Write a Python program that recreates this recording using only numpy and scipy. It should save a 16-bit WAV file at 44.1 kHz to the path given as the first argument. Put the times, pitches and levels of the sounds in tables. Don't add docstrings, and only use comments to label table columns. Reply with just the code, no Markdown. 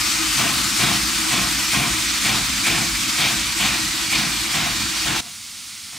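import sys
import numpy as np
from scipy import signal
from scipy.fft import rfft, irfft, next_fast_len
from scipy.io import wavfile
from scipy.ndimage import uniform_filter1d, map_coordinates

SR = 44100
rng = np.random.default_rng(int(sys.argv[2]) if len(sys.argv) > 2 else 0)


def wav_record(signal):
    frames = np.transpose(np.atleast_2d(signal))
    bounded = np.clip(frames, -1, 1)
    quanta = np.round(bounded * 32767).astype(np.int16)
    wavfile.write(sys.argv[1], SR, quanta)


N = 263702

# start_s, chuff_db, gush_db (from the cocks)
STROKES = [(0.376, -22.5, -30), (0.787, -22.5, -25.5), (1.305, -24, -27.5), (1.725, -23, -31),
           (2.239, -23.5, -24.5), (2.655, -23.5, -28.5), (3.173, -23.5, -22), (3.589, -25.5, -22.5),
           (4.114, -25, -22), (4.529, -24.5, -27), (5.048, -24.5, -31)]
# frequency_hz, likeness (0-1)
ENGINE_LIKENESS = [(200, .998), (330, 0.94), (550, 0.51), (750, 0.98), (1200, 0.96), (2400, 1), (6000, 1)]


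def amp(db):
    return 10 ** (np.asarray(db) / 20)


def unit(x):
    return x / np.sqrt(np.mean(x ** 2) + 1e-20)


def clock():
    return np.arange(N) / SR


def along(points, hz):
    point_hz, value = np.transpose(points)
    return np.interp(np.log(hz + 1), np.log(point_hz + 1), value)


def wobble(rate):
    knots = rng.standard_normal(int(N * rate / SR) + 4)
    return map_coordinates(knots, [clock() * rate])


def swell(centre, width):
    return np.exp(-((clock() - centre) / width) ** 2)


def filtered(x, response):
    m = next_fast_len(N + SR // 2)
    hz = np.fft.rfftfreq(m, 1 / SR)
    return irfft(rfft(x, m) * response(hz), m)[..., :N]


def broad(points):
    return lambda hz: amp(along(points, hz))


def resonant(modes):
    def gain(hz):
        power = 0
        for centre_hz, width_hz, db in modes:
            detuning = (hz * hz - centre_hz * centre_hz) / (2 * width_hz * hz + 1e-9)
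            power = power + (amp(db) / (1 + 2 * detuning ** 2)) ** 2
        return np.sqrt(power)
    return gain


def rush(colour, alike, patchy_db):
    z = signal.stft(rng.standard_normal((2, N)), nperseg=512)[2]
    patches = uniform_filter1d(rng.standard_normal(z.shape[1:]), size=8, axis=0)
    patches = uniform_filter1d(patches, size=12, axis=1)
    pair = signal.istft(z * amp(patchy_db * unit(patches)), nperseg=512)[1][:, :N]

    def mid_side_gain(hz):
        turn = np.arccos(np.clip(along(alike, hz), -1, 1)) / 2
        return colour(hz) * np.array([np.cos(turn), np.sin(turn)])

    mid, side = filtered(pair, mid_side_gain)
    return unit(np.array([mid + side, mid - side]))


def puff(start, length, rise, sag_db, fade):
    t = np.maximum(clock() - start, 0)
    opening = 1 - np.exp(-t / rise)
    shutting = np.exp(-np.maximum(t - length, 0) / fade)
    return opening * amp(-sag_db * t / length) * shutting


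def beats(rows):
    open_times = (0.14, .16)
    return [(s, open_times[k % 2], *levels) for k, (s, *levels) in enumerate(rows)]


def off_ironwork(x, share, count=4):
    t = clock()
    delays_s = [d * (1 + .02 * wobble(.7)) for d in rng.uniform(.001, .01, count)]
    copies = sum(np.array([np.interp(t - d, t, side) for side in x]) for d in delays_s)
    return unit(x + share * copies)


def panned(x, db):
    return np.array([x[0] * amp(db / 2), x[1] * amp(-db / 2)])


def cock_steam(level_db):
    # frequency_hz, relative_db
    jet_spectrum = [(200, -57), (450, -18.5), (700, -9.5), (1000, -6.5), (1300, -3.5), (1750, -2.5),
                    (2400, -1.5), (3200, -1), (4500, 0), (6000, -3), (8500, -5.5), (11200, -15),
                    (13500, -14.5), (15700, -21)]
    # frequency_hz, relative_db
    spit_spectrum = [(900, -33), (2200, 2), (4200, 0.5), (8500, 0.5), (11500, -10), (15700, -15)]
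    # frequency_hz, relative_db
    gush_spectrum = [(700, -25), (1800, -4.5), (3100, 1.5), (4200, -1.5), (6000, -10), (15700, -29)]
    # frequency_hz, likeness (0-1)
    jet_likeness = [(300, .8), (550, 0.34), (1000, 0.7), (1600, 0.57), (2400, 0.75), (4200, 0.83),
                    (7000, 0.67), (10000, 0.8), (12500, 0.44), (15000, .25)]
    spit_db, spit_lead_s = -4.5, .035

    spit_flow, gush_flow = 0, 0
    for s, _, gush_db in STROKES:
        spit_flow = spit_flow + puff(s - spit_lead_s, .055, rise=.022, sag_db=-2.5, fade=.021)
        gush_flow = gush_flow + amp(gush_db) * puff(s - .005, .075, rise=.02, sag_db=-1.5, fade=.045)
    jet = amp(level_db) * off_ironwork(rush(broad(jet_spectrum), jet_likeness, patchy_db=1.12), share=.11)
    spit = amp(level_db + spit_db) * spit_flow * rush(broad(spit_spectrum), jet_likeness, patchy_db=0)
    gush = gush_flow * rush(broad(gush_spectrum), ENGINE_LIKENESS, patchy_db=3)
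    return jet + spit + gush


def nozzle_ring():
    # centre_hz, width_hz, relative_db
    nozzle_modes = [(2370, 200, 2), (2150, 170, -5), (1891, 60, -4)]
    steady_db, stroke_db = -35.5, -21
    facing_s, facing_width_s, aside_db = 2.66, 1.7, -10

    facing_db = stroke_db + aside_db * (1 - swell(facing_s, facing_width_s))
    flow = sum(puff(s - .03, length, rise=.04, sag_db=6.5, fade=.036) for s, length, *_ in beats(STROKES))
    steady = amp(steady_db + 1.5 * wobble(6))
    strength = np.hypot(amp(facing_db) * flow, steady)
    return strength * amp(wobble(24.93)) * rush(resonant(nozzle_modes), ENGINE_LIKENESS, patchy_db=1.5)


def frame_hollow():
    # centre_hz, width_hz, relative_db
    frame_modes = [(1264, 140, 1), (1090, 60, -6), (1465, 97, -6.5), (810, 99, -11)]
    # frequency_hz, likeness (0-1)
    hollow_likeness = [(300, .8), (550, 0.34), (1000, 0.7), (1600, 0.57), (2400, 0.75), (4200, 0.83),
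                       (7000, 0.67), (10000, 0.8), (12500, 0.44), (15000, .25)]
    start_db, db_per_s = -34.3, -1.84
    return amp(start_db + db_per_s * clock()) * rush(resonant(frame_modes), hollow_likeness, patchy_db=1.5)


def cocks():
    t = clock()
    jet_db, jet_db_per_s = -21.1, -.45
    treble_db, shade_db_per_s = 3, -.54

    steam = cock_steam(jet_db + jet_db_per_s * t)
    treble = filtered(steam, lambda hz: hz ** 4 / (hz ** 4 + 7000 ** 4))
    tilt_db = treble_db + shade_db_per_s * t + .42 * wobble(45)
    shaded = steam + (amp(tilt_db) - 1) * treble
    sputter = amp(.2 * wobble(12) + .62 * wobble(70))
    ring = nozzle_ring()
    return sputter * (shaded + frame_hollow()) + ring


def fire():
    # centre_hz, width_hz, relative_db
    firebox_modes = [(50.5, 9, -.5), (61, 22, -7.5), (118.3, 30, -8), (199.7, 42, -6.5), (268, 54, -7.5)]
    # centre_hz, width_hz, relative_db
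    note_modes = [(318, 14, 0.5), (339, 16, -5.5)]
    base_db, db_per_s = -35.5, -.6
    draught_db, draught_lag_s = 3, .03
    note_db, note_wander_db = -38.5, 1.5
    howl_s, howl_width_s, howl_hz, howl_db = .23, .1, 318, -32

    draught = sum(puff(s + draught_lag_s, .25, rise=.04, sag_db=.5, fade=.12) for s, *_ in STROKES)
    rumble_db = base_db + db_per_s * clock() + draught_db * draught + .7 * wobble(16)
    rumble = amp(rumble_db) * rush(resonant(firebox_modes), ENGINE_LIKENESS, patchy_db=1)
    wander_db = note_wander_db * wobble(4.02)
    note = amp(note_db + wander_db) * rush(resonant(note_modes), ENGINE_LIKENESS, patchy_db=.5)
    pitch_hz = howl_hz * (1 + .0085 * wobble(25))
    tone = unit(np.sin(2 * np.pi * np.cumsum(pitch_hz) / SR))
    return rumble + note + amp(howl_db) * swell(howl_s, howl_width_s) * tone


def chuffs(rows):
    # frequency_hz, relative_db
    blast_spectrum = [(150, -21), (400, -4), (540, -4.5), (700, -3.5), (930, -4.5), (1100, -1.5),
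                      (1700, -4.5), (2500, -2.5), (3700, -4.5), (5000, -12), (10000, -22.5)]
    # centre_hz, width_hz, relative_db
    pipe_modes = [(141.5, 55, 2.5), (215, 74, -1), (318, 75, -5)]
    # centre_hz, width_hz, relative_db
    upper_modes = [(688, 50, 2.5), (784, 63, -5), (1070, 40, 0), (1260, 100, -6.5), (1400, 90, -5),
                   (1880, 68, -4)]
    boom_db, boom_db_per_s = -3, -.5

    flow, push = 0, 0
    for s, length, chuff_db, *_ in beats(rows):
        flow = flow + amp(chuff_db) * puff(s, length, rise=.0089, sag_db=3, fade=.044)
        push_db = chuff_db + boom_db + boom_db_per_s * s
        push = push + amp(push_db) * puff(s, length, rise=.015, sag_db=5, fade=.077)
    roar = rush(broad(blast_spectrum), ENGINE_LIKENESS, patchy_db=1.5)
    roar = roar + amp(-7) * rush(resonant(upper_modes), ENGINE_LIKENESS, patchy_db=1)
    boom = push * rush(resonant(pipe_modes), ENGINE_LIKENESS, patchy_db=1.5)
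    rasp = unit(amp(.64 * wobble(75) + 1.6 * wobble(420)))
    return rasp * (flow * off_ironwork(roar, share=.25) + boom)


def far_engine():
    # start_s, chuff_db
    far_strokes = [(5.14, -39.5), (5.92, -42)]
    # frequency_hz, relative_db
    far_hiss_spectrum = [(300, -28), (600, -20), (900, -14.5), (1300, -8), (1700, -11), (2100, -3.5),
                         (2800, -5.5), (4400, -1), (7500, -5), (9700, -5.5), (11200, -15.5), (14000, -16),
                         (15700, -21)]
    # frequency_hz, relative_db
    far_rumble_spectrum = [(20, -26), (55, -6), (100, 2), (140, -8), (200, -1), (270, -5), (400, -14),
                           (700, -19.5)]
    # frequency_hz, likeness (0-1)
    far_likeness = [(220, .995), (550, 0.75), (1100, 0.93), (4000, 0.96), (10000, .9), (12000, .6),
                    (15000, .5)]

    hiss = off_ironwork(rush(broad(far_hiss_spectrum), far_likeness, patchy_db=0), share=.1)
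    hiss = amp(-35 + .31 * wobble(21)) * hiss
    rumble = amp(-48.5) * rush(broad(far_rumble_spectrum), far_likeness, patchy_db=.5)
    return hiss + rumble + chuffs(far_strokes)


def scene():
    cut_s, cut_length_s = 5.207, .003
    pan_db, pan_settle_s = 2.5, 1.8
    far = np.clip((clock() - cut_s) / cut_length_s + .5, 0, 1)
    hiss = panned(cocks(), pan_db * np.exp(-clock() / pan_settle_s))
    near = hiss + chuffs(STROKES) + fire()
    return (1 - far) * near + far * panned(far_engine(), -.5)


def microphone(hz, turn_hz, width_hz):
    # frequency_hz, left_over_right_db
    side_balance = [(250, 1.4), (450, 2.5), (820, 4), (1150, 2.5), (1650, 0.5), (2000, -0.3), (4000, 0),
                    (5000, -1.5), (10000, -1), (12500, -3), (15500, -2)]
    pole = turn_hz ** 2 - hz ** 2 + 1j * hz * width_hz
    lean = amp(along(side_balance, hz) / 2)
    return np.array([lean * np.conj(pole) / pole, 1 / lean])


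def record(dry):
    top_hz = 15750

    def response(hz):
        low_cut = hz ** 6 / (hz ** 6 + 30 ** 6)
        return microphone(hz, turn_hz=513, width_hz=283) * low_cut * (hz < top_hz)

    return filtered(dry, response)


dry = scene()
out = record(dry)
wav_record(out)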